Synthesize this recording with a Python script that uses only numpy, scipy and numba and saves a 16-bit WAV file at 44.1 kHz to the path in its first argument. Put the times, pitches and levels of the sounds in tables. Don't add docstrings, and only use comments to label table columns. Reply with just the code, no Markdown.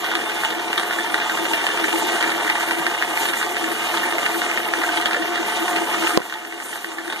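import sys
import numpy as np
from scipy import signal
from scipy.fft import rfft, irfft, next_fast_len
from scipy.io import wavfile
from scipy.ndimage import uniform_filter1d
from numba import njit

SR = 44100
rng = np.random.default_rng(int(sys.argv[2]) if len(sys.argv) > 2 else 0)


def generate_wav(sig):
    pcm = np.round(np.clip(np.atleast_2d(sig).T, -1, 1) * 32767).astype(np.int16)
    wavfile.write(sys.argv[1], SR, pcm)


N = 317520
TIME = np.arange(N) / SR
SIZE = next_fast_len(N + 16384)
FREQ = np.maximum(np.arange(SIZE // 2 + 1) * SR / SIZE, 1)
PORT_LAG_S = 17 / SR
ROLLER_HZ, DRUM_HZ = 12.8, 2.38


def undb(db):
    return 10 ** (np.asarray(db) / 20)


def unit(x):
    return x / np.sqrt(np.mean(np.abs(x) ** 2, axis=-1, keepdims=True))


def over_time(table):
    s, *columns = np.transpose(table)
    return [np.interp(TIME, s, c) for c in columns]


def over_pitch(table):
    hz, *columns = np.transpose(table)
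    return [np.interp(np.log(FREQ), np.log(hz), c) for c in columns]


def walk(rate_hz):
    hold = int(SR / rate_hz)
    steps = rng.standard_normal(N)[np.arange(N) // hold]
    return unit(uniform_filter1d(uniform_filter1d(steps, hold), hold))


def swell(x, width):
    return np.exp(-(x / width) ** 2)


def ring(x, hz, width_hz):
    return signal.lfilter(*signal.iirpeak(hz, max(hz / width_hz, 1), fs=SR), x)


def resonate(x, db):
    cepstrum = irfft(np.log(unit(undb(db))), SIZE)
    cepstrum[1:SIZE // 2] *= 2
    cepstrum[SIZE // 2 + 1:] = 0
    return irfft(rfft(x, SIZE) * np.exp(rfft(cepstrum)), SIZE)[..., :N]


def motor(wobble=0.0026, waver_db=1.6, load_db=1.6, load_place=0.61, hum_db=-62):
    # start_s, turns_per_s
    shaft = [(0, 29.75), (.7, 29.55), (3.9, 29.6), (4.2, 29.45), (6, 29.48), (7.2, 29.56)]
    # shaft_multiple, relative_db
    partials = [(23, -50), (24, -36), (25, -45.5)]
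    # start_s, relative_db
    course = [(0, -9), (.45, -2), (1.35, 0), (1.7, -8), (2.0, 0), (2.7, -1.5), (3.7, -1), (4.25, 1),
              (4.6, 2.5), (5.4, 2), (6.15, 2), (6.5, -3.5), (7.2, -3)]
    shaft_hz = over_time(shaft)[0] * (1 + wobble * walk(12))
    angle = 2 * np.pi * np.cumsum(shaft_hz) / SR
    whine = 0
    for multiple, db in partials:
        whine = whine + undb(db + waver_db * walk(15)) * np.sin(multiple * angle)
    load = np.cos(2 * np.pi * (DRUM_HZ * TIME - load_place))
    whine = whine * undb(over_time(course)[0] + load_db * load)
    hum = undb(hum_db) * np.sin(2 * np.pi * 120 * TIME)
    return np.sqrt(2) * np.array([whine + hum, np.zeros(N)])


def metal(wander_hz=10, flicker_db=4.0):
    # pitch_hz, relative_db
    notes = [(3424, 0), (3564, -1.5), (3982, -9)]
    # start_s, level_db, pitch_shift_hz
    course = [(0, -44, 0), (1.0, -42.5, 2), (1.75, -43, 0), (2.0, -44, -20), (2.8, -49, -24),
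              (5.8, -48, -17), (7.2, -51, -22)]
    level_db, shift_hz = over_time(course)
    singing = 0
    for hz, db in notes:
        flicker = unit(undb(flicker_db * walk(30)))
        phase = 2 * np.pi * np.cumsum(hz + shift_hz + wander_hz * walk(45)) / SR
        singing = singing + undb(db) * flicker * np.sin(phase)
    return np.sqrt(2) * np.array([singing * undb(level_db), np.zeros(N)])


def boom_db():
    # place_turns (0-1), lift_db, half_width_turns
    rough_places = [(0.399, 10, 0.087), (.655, 9.5, 0.084), (.86, 11, 0.038)]
    # start_s, relative_db
    between = [(0, -43.5), (1.1, -41.5), (1.9, -37), (2.9, -42), (3.7, -40), (4.4, -40), (4.9, -38.5),
               (6.1, -36.5), (6.6, -40), (7.1, -35)]
    level_db = over_time(between)[0]
    for place, lift_db, half_width in rough_places:
        from_place = (DRUM_HZ * TIME - place + .5) % 1 - .5
        level_db = level_db + lift_db * swell(from_place, half_width)
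    return level_db


def boom(hz=334, width_hz=10, evenness=0.71, gain_db=1.0):
    pole = np.exp((2j * np.pi * hz - np.pi * width_hz) / SR)
    swing = unit(signal.lfilter([1], [1, -pole], rng.standard_normal((2, N))))
    even = swing.real / (np.abs(swing) + 0.15) ** evenness
    return unit(ring(even, hz, 126)) * undb(boom_db() + gain_db)


def bumps(t60_s=0.095, rise_s=0.0042, gain_db=6.5, count=8000):
    # start_s, relative_db, pitch_hz
    soft_blows = [(0.44, -23, 890), (0.632, -29, 887), (1.041, -23.5, 910), (1.256, -25, 887),
                  (1.507, -22, 906), (1.884, -26, 880), (2.062, -23, 907), (2.497, -22, 865),
                  (2.80, -35, 175.3), (3.193, -22, 898), (4.147, -27, 668), (4.87, -27, 920),
                  (5.155, -29, 580), (5.166, -27, 485), (5.479, -24, 917), (6.041, -23, 886),
                  (6.351, -18, 880), (7.162, -25, 870)]
    out = np.zeros((2, N + count))
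    age_s = np.arange(count) / SR
    for s, db, hz in soft_blows:
        start = int(s * SR)
        envelope = undb(db + gain_db - 60 * age_s / t60_s) * np.minimum(age_s / rise_s, 1)
        out[0, start:start + count] += envelope * np.sin(2 * np.pi * hz * age_s)
    return out[:, :N]


def charge(swing_hz=1.73, peak_s=0.336, rattle_swing_db=0.25, grit_swing_db=1.14):
    # start_s, rattle_db, grit_db
    busyness = [(0, -23.5, -35), (.6, -25, -36), (1.3, -23.5, -34), (2.1, -21, -31.5), (2.95, -23.5, -33.5),
                (3.7, -23.5, -32.5), (4.1, -22.5, -31.5), (4.9, -23.5, -34), (5.25, -23.5, -36.5),
                (5.7, -21.5, -32.5), (6.15, -21.5, -32.5), (6.5, -24, -31.5), (7.2, -22, -30)]
    # centre_s, lift_db, half_length_s
    slides = [(2.001, 2, 0.075), (3.212, 8, 0.042), (3.394, 5, 0.033), (6.08, 3.5, 0.085),
              (6.715, 4.5, 0.11)]
    rattle_db, grit_db = over_time(busyness)
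    swing = np.cos(2 * np.pi * swing_hz * (TIME - peak_s))
    slides_db = sum(db * swell(TIME - s, half_s) for s, db, half_s in slides)
    return rattle_db + rattle_swing_db * swing, grit_db + grit_swing_db * swing + slides_db


def impacts(per_s, scatter_db):
    hit = rng.random((2, N)) < per_s / SR
    size = undb(scatter_db * np.minimum(rng.exponential(size=(2, N)), 4))
    return unit(hit * size * rng.choice([-1, 1], (2, N)))


def tumble(per_s, scatter_db, flutter_db, edges_hz):
    out = 0
    for low_hz, high_hz in zip(edges_hz, edges_hz[1:]):
        band = signal.butter(3, [low_hz, high_hz], "bandpass", fs=SR, output="sos")
        blows = impacts(per_s, scatter_db) * unit(undb(flutter_db * walk(45)))
        out = out + signal.sosfilt(band, blows)
    return out


def grit(level_db, gain_db=-1.03):
    # pitch_hz, relative_db
    spectrum = [(500, -44), (2500, -2.5), (4000, 2.5), (5200, -4), (7500, 4.5), (9300, 1.5), (11000, 1.5),
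                (14000, -3)]
    edges_hz = [300, 5500, 8000, 10500, 18000]
    grains = tumble(per_s=12000, scatter_db=2.5, flutter_db=2.5, edges_hz=edges_hz)
    return resonate(grains * undb(level_db + gain_db), over_pitch(spectrum)[0])


def tone_db():
    # pitch_hz, width_hz, change_db
    peaks_and_dips = [(215, 81, 1), (333, 45, 15), (424, 37, 9), (580, 40, -4.5), (694, 40, 3.5),
                      (858.5, 32, 4), (896, 65, 6), (1172, 80, 3.5), (1250, 55, 5.5), (1504, 114, 4),
                      (1673, 84, -2.5), (1810, 170, 2.5), (2100, 28, -0.5), (2610, 65, -11),
                      (2856, 134, 5.5), (3710, 125, 4.5)]
    return sum(db / (1 + (2 * (FREQ - hz) / width) ** 2) for hz, width, db in peaks_and_dips)


def roller_turns():
    # start_s, lag_turns
    lag = [(0, .78), (.45, .75), (.85, .65), (1.37, .59), (1.9, .68), (3.4, .71), (3.75, .57), (4.55, .55),
           (5.05, .71), (5.25, .85), (5.8, .76), (6.5, .55), (7.2, .62)]
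    return ROLLER_HZ * TIME - over_time(lag)[0]


def jolts(rows, blow_db=18.5, chatter_db=25.5, chatter_s=0.012, lead_s=0.0032, ring_gain=2.23,
          ring_width_hz=350, gain_db=-5.5, count=2100):
    force = np.zeros((2, N + count))
    blow = count // 6
    age_s = (np.arange(count) - blow) / SR
    fade = np.exp(np.minimum(age_s / lead_s, -age_s / chatter_s))
    for s, db, row_chatter_db, hz in rows:
        pieces = rng.standard_normal((2, count)) * (rng.random((2, count)) < .08) * fade
        hit = undb(chatter_db + row_chatter_db) * unit(pieces) / np.sqrt(count)
        hit[0, blow] += undb(blow_db)
        hit[1, blow + rng.integers(10, 60)] += undb(blow_db + 10)
        start = max(int(s * SR) - blow, 0)
        struck = hit + ring_gain * ring(hit, hz, ring_width_hz)
        force[:, start:start + count] += undb(db + gain_db) * struck
    return force[:, :N]


def ball_rows(spread_db=2.0, chatter_db=-4, stray_turns=.15, ring_hz=1300, ring_octaves=0.86, count=3):
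    turns = roller_turns()
    drops = np.arange(int(turns[-1]) * count) / count
    late, force, spot = rng.uniform(-1, 1, (len(drops), 3)).T
    times_s = np.interp(drops + stray_turns * late, turns, TIME)
    level_db = spread_db * np.sqrt(3) * force
    pitch_hz = ring_hz * 2 ** (ring_octaves * spot)
    return [(s, db, chatter_db, hz) for s, db, hz in zip(times_s, level_db, pitch_hz)]


def rattle(level_db, shake_db=0.3, bed_db=-2.05):
    # pitch_hz, relative_db
    spectrum = [(25, -78), (70, -25), (130, -17.5), (230, -5.5), (330, -10), (520, -0.5), (900, -1),
                (1300, -3.5), (2000, -1), (2700, 0.5), (3400, -7), (4300, -15), (6000, -15), (14000, -67)]
    shake = unit(undb(shake_db * np.cos(3 * 2 * np.pi * roller_turns())))
    edges_hz = [20, 600, 1250, 2300, 16000]
    blows = tumble(per_s=2000, scatter_db=1.4, flutter_db=1.57, edges_hz=edges_hz)
    force = blows * shake * undb(bed_db) + jolts(ball_rows())
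    return resonate(force * undb(level_db), over_pitch(spectrum)[0] + tone_db())


def clack_rows(clear_s=.015, spread_db=2.5, chatter_db=-1, ring_hz=2200, ring_octaves=0.27, jitter_s=0.0028):
    # start_s, relative_db, chatter_db, pitch_hz
    listed = [(0.044, -20, 1.5, 3290), (0.115, -18.5, 0, 1500), (0.153, -9, -11, 3400),
              (0.296, -21, 1, 3140), (0.436, -20, 4, 895), (0.449, -14.5, -2.5, 2990),
              (0.505, -21.5, 4, 3280), (0.73, -15.5, -5, 2900), (0.779, -11.5, -0.5, 3380),
              (0.797, -20.5, 6.5, 3280), (0.833, -16.5, -4, 1700), (0.909, -19, -4, 1720),
              (0.927, -22.5, 0, 1760), (0.987, -19, -6, 1700), (1.143, -10, -6.5, 1680),
              (1.18, -21, 3.5, 947), (1.201, -19, -4, 2580), (1.297, -15, -5, 1570),
              (1.374, -16.5, -5.5, 1310), (1.453, -19, 2, 2820), (1.535, -11.5, -4, 2720),
              (1.667, -11, -5, 3060), (1.841, -16, -0.5, 1850), (1.928, -15, -6, 2800),
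              (2.12, -17, -6, 907), (2.209, -17, 0, 3220), (2.226, -13, -2, 2410), (2.241, -18, -1, 1700),
              (2.277, -22, 4, 2530), (2.303, -17, -3, 3900), (2.319, -15, -18, 1860), (2.478, -21, 0, 1790),
              (2.499, -11, -4, 2100), (2.555, -18.5, 0, 1880), (2.608, -17, -15, 990),
              (2.686, -24, 2, 1720), (2.71, -12.5, -9, 2010), (2.866, -9.5, -10, 1910),
              (2.948, -20, -21, 1700), (3.024, -11, -12, 1690), (3.174, -16.5, -3, 2140),
              (3.255, -18, 1.5, 2930), (3.287, -19.5, 5.5, 3100), (3.336, -14.5, -4, 2110),
              (3.415, -21.5, 1, 1700), (3.428, -16, -6, 1720), (3.567, -15, -12, 1960),
              (3.642, -17, -14, 1900), (3.717, -20, -2, 1790), (3.941, -24, 4, 1090), (3.972, -16, 0, 3420),
              (4.033, -17.5, -2.5, 1790), (4.183, -16, -7, 2060), (4.263, -11.5, -4, 2380),
              (4.343, -20, -4, 1600), (4.418, -14.5, -8, 1650), (4.497, -22, -8, 2200),
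              (4.575, -15, -7, 1970), (4.737, -12.5, -13, 1750), (4.816, -20, 1, 990),
              (4.835, -17.5, 0.5, 1550), (4.891, -20, -5, 1600), (4.973, -17, 4, 3250),
              (5.013, -16.5, -2, 3370), (5.058, -9, -1.5, 3130), (5.111, -18, -2.5, 1600),
              (5.132, -13.5, -6, 2470), (5.146, -15, -7, 1670), (5.222, -21, -3, 1800),
              (5.357, -21, 4, 3400), (5.377, -20.5, -5, 1590), (5.68, -17, -4, 860),
              (5.762, -16.5, 4, 2820), (5.78, -23, -2, 1100), (5.945, -24, 7, 1224), (6.038, -19, -8, 1000),
              (6.071, -11.5, -5, 2830), (6.105, -18.5, -4, 1300), (6.218, -15, -8, 1620),
              (6.298, -15, -9, 1870), (6.325, -11.5, -19, 1420), (6.339, -11.5, -5, 3500),
              (6.45, -15, -13, 1870), (6.601, -16, -10, 1780), (6.729, -20, 0.5, 1680),
              (6.757, -20.5, 1, 1500), (6.845, -11, -16, 1750), (6.984, -16, -1, 1790),
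              (7.079, -17, -7, 1710), (7.1, -15, 1, 3360), (7.125, -13, 1, 3720)]
    # start_s, relative_db
    firmness = [(0, -22), (.65, -24), (1.0, -22), (3.0, -23), (4.4, -28), (5.3, -31.5), (7.2, -19)]
    turns = roller_turns()
    times_s = np.interp(np.arange(int(turns[-1]) + 1), turns, TIME)
    listed_s = np.array(listed)[:, 0]
    chance = rng.uniform(-1, 1, (len(times_s), 3)) * np.sqrt(3)
    rows = list(listed)
    for s, (late, force, spot) in zip(times_s, chance):
        if np.abs(listed_s - s).min() > clear_s:
            db = np.interp(s, *np.transpose(firmness)) + spread_db * force
            rows.append((s + jitter_s * late, db, chatter_db, ring_hz * 2 ** (ring_octaves * spot)))
    return rows


def wall_ring(rows, spread_db=2.5, detune=0.02, rise_s=0.00095, count=2600):
    # pitch_hz, t60_s, relative_db
    wall_modes = [(1522, 0.04, -11.5), (1710, 0.028, -10), (1840, 0.046, -9.5)]
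    out = np.zeros((2, N + count))
    age_s = np.arange(count) / SR
    hz, t60_s, mode_db = np.transpose(wall_modes)[:, :, None]
    chance = rng.standard_normal((len(rows), 2, len(wall_modes), 1))
    for (s, db, *_), (force, spot) in zip(rows, chance):
        decay = undb(db + mode_db + spread_db * force - 60 * age_s / t60_s)
        modes = decay * np.sin(2 * np.pi * hz * (1 + detune * spot) * age_s)
        start = max(int(s * SR), 0)
        out[0, start:start + count] += modes.sum(axis=0) * np.minimum(age_s / rise_s, 1)
    return out[:, :N]


def clacks():
    # pitch_hz, relative_db
    spectrum = [(40, -19), (300, -6.5), (700, 5.5), (1150, 3), (1650, 10), (2100, 9), (2900, 1), (4000, 0),
                (5500, -11), (9000, -12), (14000, -18)]
    rows = clack_rows()
    return resonate(jolts(rows), over_pitch(spectrum)[0] + tone_db()) + wall_ring(rows)


def workshop(x, wet_db=-8, t60_s=0.089, change_hz=9, count=6000):
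    age_s = np.arange(count) / SR
    shares = np.array([walk(change_hz) for _ in range(4)])
    shares = shares / np.sqrt(np.sum(shares ** 2, axis=0))
    decay = undb(-60 * age_s / t60_s) * (age_s > .002)
    wet = 0
    for share in shares:
        tails = unit(rng.standard_normal((2, count)) * decay) / np.sqrt(count)
        wet = wet + signal.oaconvolve(x * share, tails, axes=1)[:, :N]
    highpass = signal.butter(2, 1100, "highpass", fs=SR, output="sos")
    return x + undb(wet_db) * signal.sosfilt(highpass, wet)


def knock(push=0.69, push_s=0.002, crack=0.7, crack_s=0.0003, far_share=0.88, far_hz=2400, low_hz=150,
          soft_hz=2400, soft_rise_s=.0006, shudder_db=-15, shudder_hz=750, shudder_width_hz=700,
          shudder_s=0.0072, count=6000):
    # pitch_hz, t60_s, relative_db
    case_modes = [(232, 0.043, -11), (380, 0.029, 0), (510, 0.069, -12), (615, 0.0045, 8.5),
                  (1020, 0.023, -3), (1850, .02, -17), (2720, 0.0013, 15.5), (4180, 0.0022, 14.5),
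                  (6260, 0.0013, 11)]
    # start_s, relative_db, hardness (0-1)
    touches = [(6.1745, 4.5, 0.83), (6.2024, -9, 0.3)]
    age_s = np.arange(count) / SR
    shove = push * np.sin(np.pi * np.minimum(age_s / push_s, 1))
    thud = np.zeros(N)
    for s, db, hardness in touches:
        noise = rng.standard_normal((2, count))
        modes = 0
        for hz, t60_s, mode_db in case_modes:
            strength = hardness ** (hz / soft_hz)
            decay = undb(mode_db - 60 * age_s / t60_s)
            modes = modes + strength * decay * np.cos(2 * np.pi * hz * age_s)
        modes = modes * (1 - (1 - hardness) * np.exp(-age_s / soft_rise_s))
        contact = hardness * crack * noise[0] * np.exp(-age_s / crack_s)
        dull = ring(ring(noise[1], shudder_hz, shudder_width_hz), shudder_hz, shudder_width_hz)
        shudder = undb(shudder_db) * unit(dull) * np.exp(-age_s / shudder_s)
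        start = int(s * SR)
        thud[start:start + count] += undb(db) * (shove + contact - modes + shudder)
    thud = signal.sosfilt(signal.butter(2, low_hz, "highpass", fs=SR, output="sos"), thud)
    far = signal.sosfilt(signal.butter(2, far_hz, fs=SR, output="sos"), thud)
    return np.array([-far_share * np.interp(TIME - PORT_LAG_S, TIME, far), thud])


def microphone(direct, scattered):
    # pitch_hz, direct_gain, scattered_gain
    ports = [(60, 0.24, 0.11), (131, -0.1, 0.25), (244, -0.023, 0.15), (326, 0.4, 0.079),
             (470, -0.18, 0.32), (695, -0.15, 0.21), (1250, -0.12, 0.13), (2030, -1.12, 0.45),
             (2500, -1.17, 0.65), (3530, -0.22, 0.62), (4300, -0.26, 0.65), (5340, 0.056, 0.57),
             (14000, -0.042, 0.88)]
    # pitch_hz, left_minus_right_db
    left_lean = [(130, 0), (240, 3), (450, 3.8), (700, -1), (1900, -.8), (2400, 0), (3000, 0), (4500, -.5)]
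    # pitch_hz, share (0-1)
    cancel = [(60, .9), (500, .98), (2000, .99), (2900, .99), (4600, .62), (7000, .5)]
    lean, spread = over_pitch(ports)
    pan_db = over_pitch(left_lean)[0]
    late = over_pitch(cancel)[0] * np.exp(-2j * np.pi * FREQ * PORT_LAG_S)
    direct, scattered = rfft(direct, SIZE), rfft(scattered, SIZE)
    mid = (1 - late) * direct
    side = (1 + late) * (lean * direct + spread * scattered)
    flat = np.sqrt(np.abs(1 - late) ** 2 + (lean ** 2 + spread ** 2) * np.abs(1 + late) ** 2)
    stereo = np.array([mid + side, mid - side]) * undb([pan_db / 2, -pan_db / 2])
    return irfft(stereo / flat, SIZE)[:, :N]


def scene():
    rattle_db, grit_db = charge()
    clatter = workshop(rattle(rattle_db) + clacks()) * undb(-.5)
    direct, scattered = clatter + grit(grit_db) + bumps() + metal() + boom() + motor()
    return microphone(direct, scattered) + knock()


@njit
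def follow(peak, top, attack, release):
    out, held = np.empty(len(peak)), top
    for i in range(len(peak)):
        if peak[i] > held:
            held = held + (peak[i] - held) * attack
        else:
            held = max(held * release, top)
        out[i] = held
    return out


def record(dry, top=0.83, ceiling=.93, recover_db_per_s=1.0, top_hz=14100):
    release = float(undb(-recover_db_per_s / SR))
    held = follow(np.abs(dry).max(axis=0), float(top), 0.016, release)
    sound = np.clip(dry * top / held, -ceiling, ceiling)
    return signal.sosfilt(signal.ellip(10, .2, 70, top_hz, fs=SR, output="sos"), sound)


dry = scene()
out = record(dry)
generate_wav(out)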